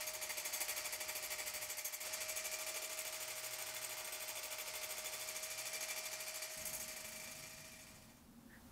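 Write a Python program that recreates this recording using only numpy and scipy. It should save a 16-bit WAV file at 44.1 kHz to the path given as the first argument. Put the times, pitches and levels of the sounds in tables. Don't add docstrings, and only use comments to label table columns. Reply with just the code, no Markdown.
import sys
import numpy as np
from scipy import signal
from scipy.fft import rfft, irfft, next_fast_len
from scipy.io import wavfile
from scipy.ndimage import uniform_filter1d, map_coordinates

SR = 44100
rng = np.random.default_rng(int(sys.argv[2]) if len(sys.argv) > 2 else 0)


def master_out(mix):
    frames = np.transpose(np.atleast_2d(mix))
    ceiling = np.clip(frames, -1, 1)
    pcm = np.round(ceiling * 32767).astype(np.int16)
    wavfile.write(sys.argv[1], SR, pcm)


def to_linear_factor(level_db):
    exponent = np.asarray(level_db, float) / 20
    return 10 ** exponent


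N = 384111

# (time [s], level [dB])
KITCHEN_LEVEL = [(0.0, -72.5), (0.49, -76), (1.66, -70), (1.96, -84), (2.06, -71.5), (2.7, -77.5),
                 (5.47, -76), (6.5, -80)]
# (time [s], level before its slow waver [dB])
OTHER_ROOM_LEVEL = [(6.55, -120), (6.57, -64), (7.5, -65), (8.2, -64), (8.71, -63.5)]
# (frequency [Hz], width [Hz], start [s], end [s], level [dB])
HUMS = [(118.2, 3.3, 3, 6.55, -76.5), (148.8, 6.65, 6.56, 8, -72), (232, 28, 6.56, 8.25, -69),
        (234, 19, 8.22, 8.8, -63)]
# (frequency [Hz], relative density [dB])
KITCHEN_COLOUR = [(12, -50), (20, -9), (48, 9.5), (86, 9.5), (114, 8), (145, 2.5), (320, -7), (420, -34),
                  (500, -56), (700, -120)]
OTHER_ROOM_COLOUR = [(12, -45), (20, -14), (65, -9.5), (141, -12), (233, -14.5), (455, -30), (537, -19),
                     (584, -23.5), (888, -21), (993, -24), (1080, -23.5), (2170, -32), (15700, -34)]
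SCUFF_COLOUR = [(1200, -35), (1550, -13), (1820, -6), (2000, -14), (2400, -35)]
CHURN_COLOUR = [(88, -44), (150, -30.5), (492, -16), (621, -7), (684, -9), (1050, -12.5), (1160, -10.5),
                (1640, -11.5), (2380, -7.5), (3500, -12), (3790, -14.5), (4100, -10), (4610, -7.5),
                (8420, -11), (15700, -31)]
SCRAPE_COLOUR = [(150, -54), (400, -3), (900, -1), (1500, -15.5), (2300, 4), (3000, -1), (3800, -6),
                 (4800, -4.5), (7000, -12.5), (10000, -17), (16000, -20)]
TICK_COLOUR = [(3000, -26), (5500, -12), (7500, 0.5), (9500, -0.5), (12000, -0.5), (15500, -7)]

# (time [s], whine [Hz], whine before trim [dB], churn before trim [dB])
MIXER = [(0.0, 609, -59, -45), (0.07, 624, -57.5, -49.5), (.25, 622, -58.5, -49), (0.4, 612, -62, -48),
         (0.85, 613, -59, -47.5), (1.08, 622.8, -59, -49), (1.49, 613.0, -60.5, -48),
         (2.0, 615, -64.5, -52.5), (2.06, 626, -57.5, -46), (2.3, 626, -57.5, -48),
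         (2.8, 629.3, -58, -48.5), (3.63, 625.7, -61, -48.5), (5.06, 622, -60, -48.5),
         (5.56, 631, -59.5, -48), (5.9, 628, -60, -48.5), (6.8, 629, -59.5, -48.5),
         (7.1, 624.4, -59.5, -48.5), (7.54, 636, -60.5, -48), (8.25, 625, -58, -49)]
# (multiple of the whine, level over it [dB], random waver [dB], load swell before place factor [dB])
MOTOR_ORDERS = [(1, 0.18, 0.29, 0.93), (1 / 12, -22.5, 2.4, 0), (1 / 3, -23.5, 2.7, 0)]
SWELL_BY_PLACE = [2.6, 1.1, .7]
# (multiple of tooth rate, level over the mean load at place 0 [dB], at place 1 [dB], at place 2 [dB])
GEAR = [(1, -12, -12.5, -9.5), (2, -4, -0.5, -11), (3, -12, -10.5, -19), (4, -10, -18.5, -23)]

# (time [s], place: 0 pressed to the wall, 1 on the slope, 2 on the bottom)
PLACE = [(0, 0.21), (2.03, 0.084), (2.08, 0.48), (2.6, 1.38), (3.2, 1.68), (4.2, 2), (5.1, 1.81),
         (5.5, 1.05), (6.45, 1.1), (6.65, 0.18), (7.2, 0.68), (8.25, 1.3)]
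# (time [s], turns done)
TURNS = [(.005, 0), (.134, 2), (.448, 6), (.681, 9), (.842, 11), (1.08, 14), (1.15, 15), (1.225, 16),
         (1.537, 20), (1.687, 22), (1.769, 23), (2.003, 26), (2.05, 27), (2.358, 31), (2.44, 32),
         (2.587, 34), (4.889, 64), (6.418, 84), (6.729, 88), (6.797, 89), (7.043, 92), (7.426, 97),
         (7.491, 98), (8.167, 107)]
# (time [s], leading wire [dB], second wire [dB], third wire [dB],
# opposite wire [dB], second wire's lag [s], body drive over the wires before the offset of each wire [dB])
PRESS = [(0, -45.5, -50, -55, -60, .016, -0.5), (.3, -44.5, -44.5, -49.5, -62, 0.011, -1),
         (.6, -39.5, -38, -55, -48, 0.011, -6), (.78, -44, -39.5, -58, -50, 0.013, 0),
         (.86, -50, -44, -58, -60, 0.01, -1), (1.05, -45.5, -43, -52, -60, 0.0065, -1.5),
         (1.35, -44, -42.5, -54, -60, 0.017, -1), (1.7, -46, -41, -50, -56, .011, -4),
         (1.93, -43.5, -42.5, -58, -62, .011, -6.5), (2.01, -46, -45, -60, -62, 0.0093, -4.5),
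         (2.3, -44, -41, -51, -53, 0.01, -2), (2.6, -44, -43, -46.5, -61, 0.019, -0.5),
         (2.95, -47, -44, -49.5, -50, .017, -0.5), (3.4, -47, -48.5, -46, -58, 0.018, -1),
         (3.75, -48.5, -51, -46.5, -60, 0.015, -1), (4.1, -48.5, -51, -47.5, -66, 0.015, 0.5),
         (4.6, -49, -45, -50, -66, 0.016, 0), (5.2, -48, -43, -50, -52, .016, -1),
         (5.5, -45.5, -46, -54, -57, .011, -2), (5.85, -44.5, -42, -49, -60, 0.02, -1),
         (6.2, -52.5, -44.5, -53, -64, 0.015, -0.5), (6.42, -44, -47, -49, -60, 0.012, -3.5),
         (6.5, -51, -50, -58, -47, 0.019, -5), (6.7, -39, -38.5, -52, -46, .019, -11.5),
         (6.9, -43, -49, -53, -48, .012, -4), (7.15, -45.5, -58, -48, -42.5, 0.013, -0.5),
         (7.55, -49.5, -47.5, -58, -47, 0.013, 0.5), (7.8, -47, -47.5, -58, -49, .016, 0),
         (8.2, -48, -47, -58, -58, 0.019, -1)]
BODY_BY_WIRE = [0.9, -.7, 0.3, -2.5]
# (time [s], wire drive [dB], body drive over the wires [dB])
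KNOCKS = [(0.066, -41.5, -8), (.23, -44.5, -4), (.379, -49, -2.5), (.448, -44, -17), (.925, -42.5, -5),
          (1.15, -43.5, -12), (1.845, -41, -20), (2.128, -52, -3.5), (2.445, -51, -3), (5.427, -47, -19),
          (6.265, -53, .4)]
# (frequency [Hz], width [Hz], place 0 [dB], place 1 [dB], place 2 [dB])
BODY_MODES = [(372.7, 45, -10.5, -13.5, -11.5), (903, 170, -7, -19.5, -7.5), (1279, 30, -7.5, -10.5, -6.5),
              (1402, 21, -12, -14.5, -7.5), (1493, 19, -31, -25, -6), (1910, 108, -5.5, -5.5, -13),
              (2094, 86, -2.5, -9.5, -2), (2290, 150, -11, -8.5, -18), (2378, 42, -17, -5, -16),
              (4600, 194, -7, -6.5, -15), (5550, 170, -12, -6, -14.5)]
# (frequency [Hz], width [Hz], place 0 [dB], place 1 [dB], place 2 [dB])
HIGH_MODES = [(3474, 36, -12.5, -13.5, -2), (6270, 20, -5, -1.5, -8), (6550, 42, -1, -1.5, -2),
              (7040, 120, -9.5, -4.5, -3), (7250, 28, -4, -10, -18), (7720, 33, -4.5, 1, -10),
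              (8196, 78, -5.5, -9.5, 0), (8610, 92, -11.5, -12.5, -20), (8710, 73, -16, -9.5, -4.5),
              (9970, 46, -7, -15, -18), (10700, 200, -11, -8, -14), (11500, 100, -6.5, -13, -10),
              (11500, 69, -21, -12, -25), (12370, 280, -14, -19.5, -7.5), (12850, 70, -11, -14, -12),
              (13740, 130, -6, -23, -4), (14380, 45, -25, -13, -11), (14630, 44, -16, -16, -17),
              (15300, 55, -7, -14, -13), (15500, 60, -11, -15, -6)]
FRESH_EMPHASIS = [-1.5, 2, 1, 0, -2, -3, 1.5, -4.5, 1, 3, 0.5, 0.5, -1, 4, -7, 0.5, 0, 2, 0, -3]

GEAR_RATIO = 15 / 8
SAG_HZ = 4.98
THIRD_LAG_S, OPPOSITE_LAG_S = 0.026, 0.038
JITTER_S = 0.0012
WIRE_SCATTER_DB, BODY_SCATTER_DB = 0.65, 1.2
SNAP_DB, SNAP_T60_S = 2, 0.02
REPEAT_SHARE, WEAR_TURNS = 0.47, 9.01
FADE_START_S, FADE_END_S = 6.33, 8.306


def unit(x):
    return x / np.sqrt(np.mean(x ** 2) + 1e-20)


def curves(rows):
    s, *cols = np.transpose(rows)
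    return [np.interp(np.arange(N) / SR, s, c) for c in cols]


def wobble(rate):
    knots = rng.standard_normal(int(N * rate / SR) + 4)
    return map_coordinates(knots, [np.arange(N) * rate / SR])


def noise(colour, rough_db=0, white=None):
    if white is None:
        white = rng.standard_normal(N)
    m = next_fast_len(N)
    hz, db = np.transpose(colour)
    gain = to_linear_factor(np.interp(np.log(np.fft.rfftfreq(m, 1 / SR) + 1), np.log(hz), db))
    gritty = white * to_linear_factor(rough_db * wobble(1000))
    return unit(irfft(rfft(gritty, m) * gain, m)[:N])


def resonate(x, hz, width_hz):
    return signal.lfilter(*signal.iirpeak(hz, hz / width_hz, SR), x)


def at_place(place, levels_db):
    return np.interp(place, np.arange(len(levels_db)), levels_db)


def rooms():
    t = np.arange(N) / SR
    out = to_linear_factor(curves(KITCHEN_LEVEL)[0]) * (t < OTHER_ROOM_LEVEL[0][0]) * noise(KITCHEN_COLOUR)
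    out += to_linear_factor(curves(OTHER_ROOM_LEVEL)[0] + 1.4 * wobble(5.3)) * noise(OTHER_ROOM_COLOUR)
    for hz, width_hz, start, end, db in HUMS:
        hum = unit(resonate(rng.standard_normal(N), hz, width_hz))
        gate = np.clip(np.minimum(t - start, end - t) / 0.019, 0, 1)
        out += to_linear_factor(db) * hum * gate
    return out


def scuff(at_s=8.545, half_s=0.033):
    swell = np.exp(-0.5 * ((np.arange(N) / SR - at_s) / half_s) ** 2)
    return to_linear_factor(-63) * swell * noise(SCUFF_COLOUR)


def rough():
    t = np.arange(N) / SR
    s, done = np.transpose(TURNS)
    turn = np.interp(t, s, done)
    samples_per_turn = round(SR * (s[-1] - s[0]) / done[-1])
    patterns = rng.standard_normal((40, samples_per_turn))
    age = np.clip(turn / WEAR_TURNS, 0, 38)
    k = age.astype(int)
    spot = (turn % 1 * samples_per_turn).astype(int)
    mix = np.pi / 2 * (age % 1)
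    again = np.cos(mix) * patterns[k, spot] + np.sin(mix) * patterns[k + 1, spot]
    share = REPEAT_SHARE * (t < s[-1])
    return np.sqrt(share) * again + np.sqrt(1 - share) * rng.standard_normal(N)


def liquid(churn_db, wall):
    relative_load = wall / (uniform_filter1d(wall, size=10000) + 1e-6)
    stir = np.sqrt(0.72 + 0.14 * relative_load)
    level = to_linear_factor(churn_db - 2.0 + 0.43 * wobble(9.9))
    return stir * level * noise(CHURN_COLOUR, rough_db=1.5, white=rough())


def motor(whine_hz, whine_db, wall, place):
    load = uniform_filter1d(wall, size=900)
    mean_load = uniform_filter1d(wall, size=10000) + 1e-6
    swell = load / mean_load - 1
    hz = whine_hz - SAG_HZ * np.clip(swell, -1, 1.5) + 0.79 * wobble(40)
    cycles = np.cumsum(hz) / SR
    out = np.zeros(N)
    for k, db, waver_db, load_db in MOTOR_ORDERS:
        load_swell_db = load_db * at_place(place, SWELL_BY_PLACE) * swell
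        level = to_linear_factor(whine_db + 3.5 + db + waver_db * wobble(9) + load_swell_db)
        out += level * np.sin(2 * np.pi * (k * cycles + rng.random()))
    slip = np.cumsum(4 * wobble(50)) / SR
    tooth_cycles = GEAR_RATIO * cycles + slip
    for k, *levels_db in GEAR:
        gear_db = at_place(place, levels_db) + 0.78 * wobble(30) + 3.7 * k * np.clip(swell, -1, 1.2)
        out += mean_load * to_linear_factor(gear_db) * np.sin(2 * np.pi * (k * tooth_cycles + rng.random()))
    return out


def strikes():
    s, done = np.transpose(TURNS)
    start = np.interp(np.arange(done[-1] + 1), done, s)
    at, *cols = np.transpose(PRESS)
    *wire_db, lag, body_db = (np.interp(start, at, c) for c in cols)
    chance = rng.standard_normal((len(start), 3, 4)).T
    lags = np.array([0 * lag, lag, 0 * lag + THIRD_LAG_S, 0 * lag + OPPOSITE_LAG_S])
    times = start + lags + JITTER_S * chance[:, 0] * (lags > 0)
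    wire_db = wire_db + WIRE_SCATTER_DB * chance[:, 1]
    wall_db = wire_db + body_db + np.c_[BODY_BY_WIRE] + BODY_SCATTER_DB * chance[:, 2]
    return times, wire_db, wall_db


def bursts(times, db, attack, t60):
    t = np.arange(SR // 8) / SR
    power = np.bincount(np.round(times * SR).astype(int), to_linear_factor(2 * db), N)
    drag = to_linear_factor(-120 * t / t60)
    snap = to_linear_factor(2 * SNAP_DB - 120 * t / SNAP_T60_S)
    shape = (1 - np.exp(-t / attack)) * (drag + snap)
    return np.sqrt(np.abs(signal.oaconvolve(power, shape)[:N]))


def contact():
    s, wire_db, wall_db = strikes()
    knock_s, knock_db, body_db = np.transpose(KNOCKS)
    fresh_s = np.r_[s[0], s[3], knock_s]
    fresh_db = np.r_[wire_db[0], wire_db[3], knock_db]
    fresh = bursts(fresh_s, fresh_db, attack=0.0049, t60=0.12)
    followers = bursts(s[1:3].ravel(), wire_db[1:3].ravel(), attack=0.0047, t60=0.11)
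    all_s = np.r_[s.ravel(), knock_s]
    all_db = np.r_[wall_db.ravel(), knock_db + body_db]
    wall = bursts(all_s, all_db, attack=0.0064, t60=0.13)
    return fresh, followers, wall


def ring(modes, pushes, place, scatter_db, rate, grit_db):
    grit = unit(rough() * to_linear_factor(grit_db * wobble(900)))
    out = np.zeros(N)
    for (hz, width_hz, *levels_db), push in zip(modes, pushes):
        share = to_linear_factor(at_place(place, levels_db) + scatter_db * wobble(rate))
        out += resonate(share * push * grit, hz, width_hz)
    return out


def whisk(fresh, followers, wall, place, churn_db):
    drag = np.hypot(wall, to_linear_factor(churn_db - 5.5))
    tick = to_linear_factor(-2.5) * np.hypot(fresh, followers) * noise(TICK_COLOUR, rough_db=1.0, white=rough())
    scrape = to_linear_factor(-2.5) * wall * noise(SCRAPE_COLOUR, rough_db=1.5, white=rough())
    pushes = (np.hypot(to_linear_factor(db) * fresh, to_linear_factor(-db) * followers) for db in FRESH_EMPHASIS)
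    high = to_linear_factor(18.5) * ring(HIGH_MODES, pushes, place, scatter_db=2.0, rate=35, grit_db=4.5)
    body_pushes = [drag] * len(BODY_MODES)
    body = to_linear_factor(15.5) * ring(BODY_MODES, body_pushes, place, scatter_db=1.0, rate=13, grit_db=3.5)
    return tick + scrape + high + body


def scene():
    whine_hz, whine_db, churn_db = curves(MIXER)
    place = curves(PLACE)[0]
    fresh, followers, wall = contact()
    background = rooms() + scuff()
    mixer = liquid(churn_db, wall) + motor(whine_hz, whine_db, wall, place)
    mixer += whisk(fresh, followers, wall, place, churn_db)
    fade = np.clip((FADE_END_S - np.arange(N) / SR) / (FADE_END_S - FADE_START_S), 0, 1)
    return (background + fade * mixer)[None]


def roll_off(x):
    return signal.sosfilt(signal.butter(12, 15850, fs=SR, output="sos"), x)


def record(dry):
    m = next_fast_len(N)
    kept = np.clip((15800 - np.fft.rfftfreq(m, 1 / SR)) / 100, 0, 1) ** 2
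    mix = irfft(rfft(dry, m) * kept, m)[:, :N]
    return roll_off(mix)


dry = scene()
out = record(dry)
master_out(out)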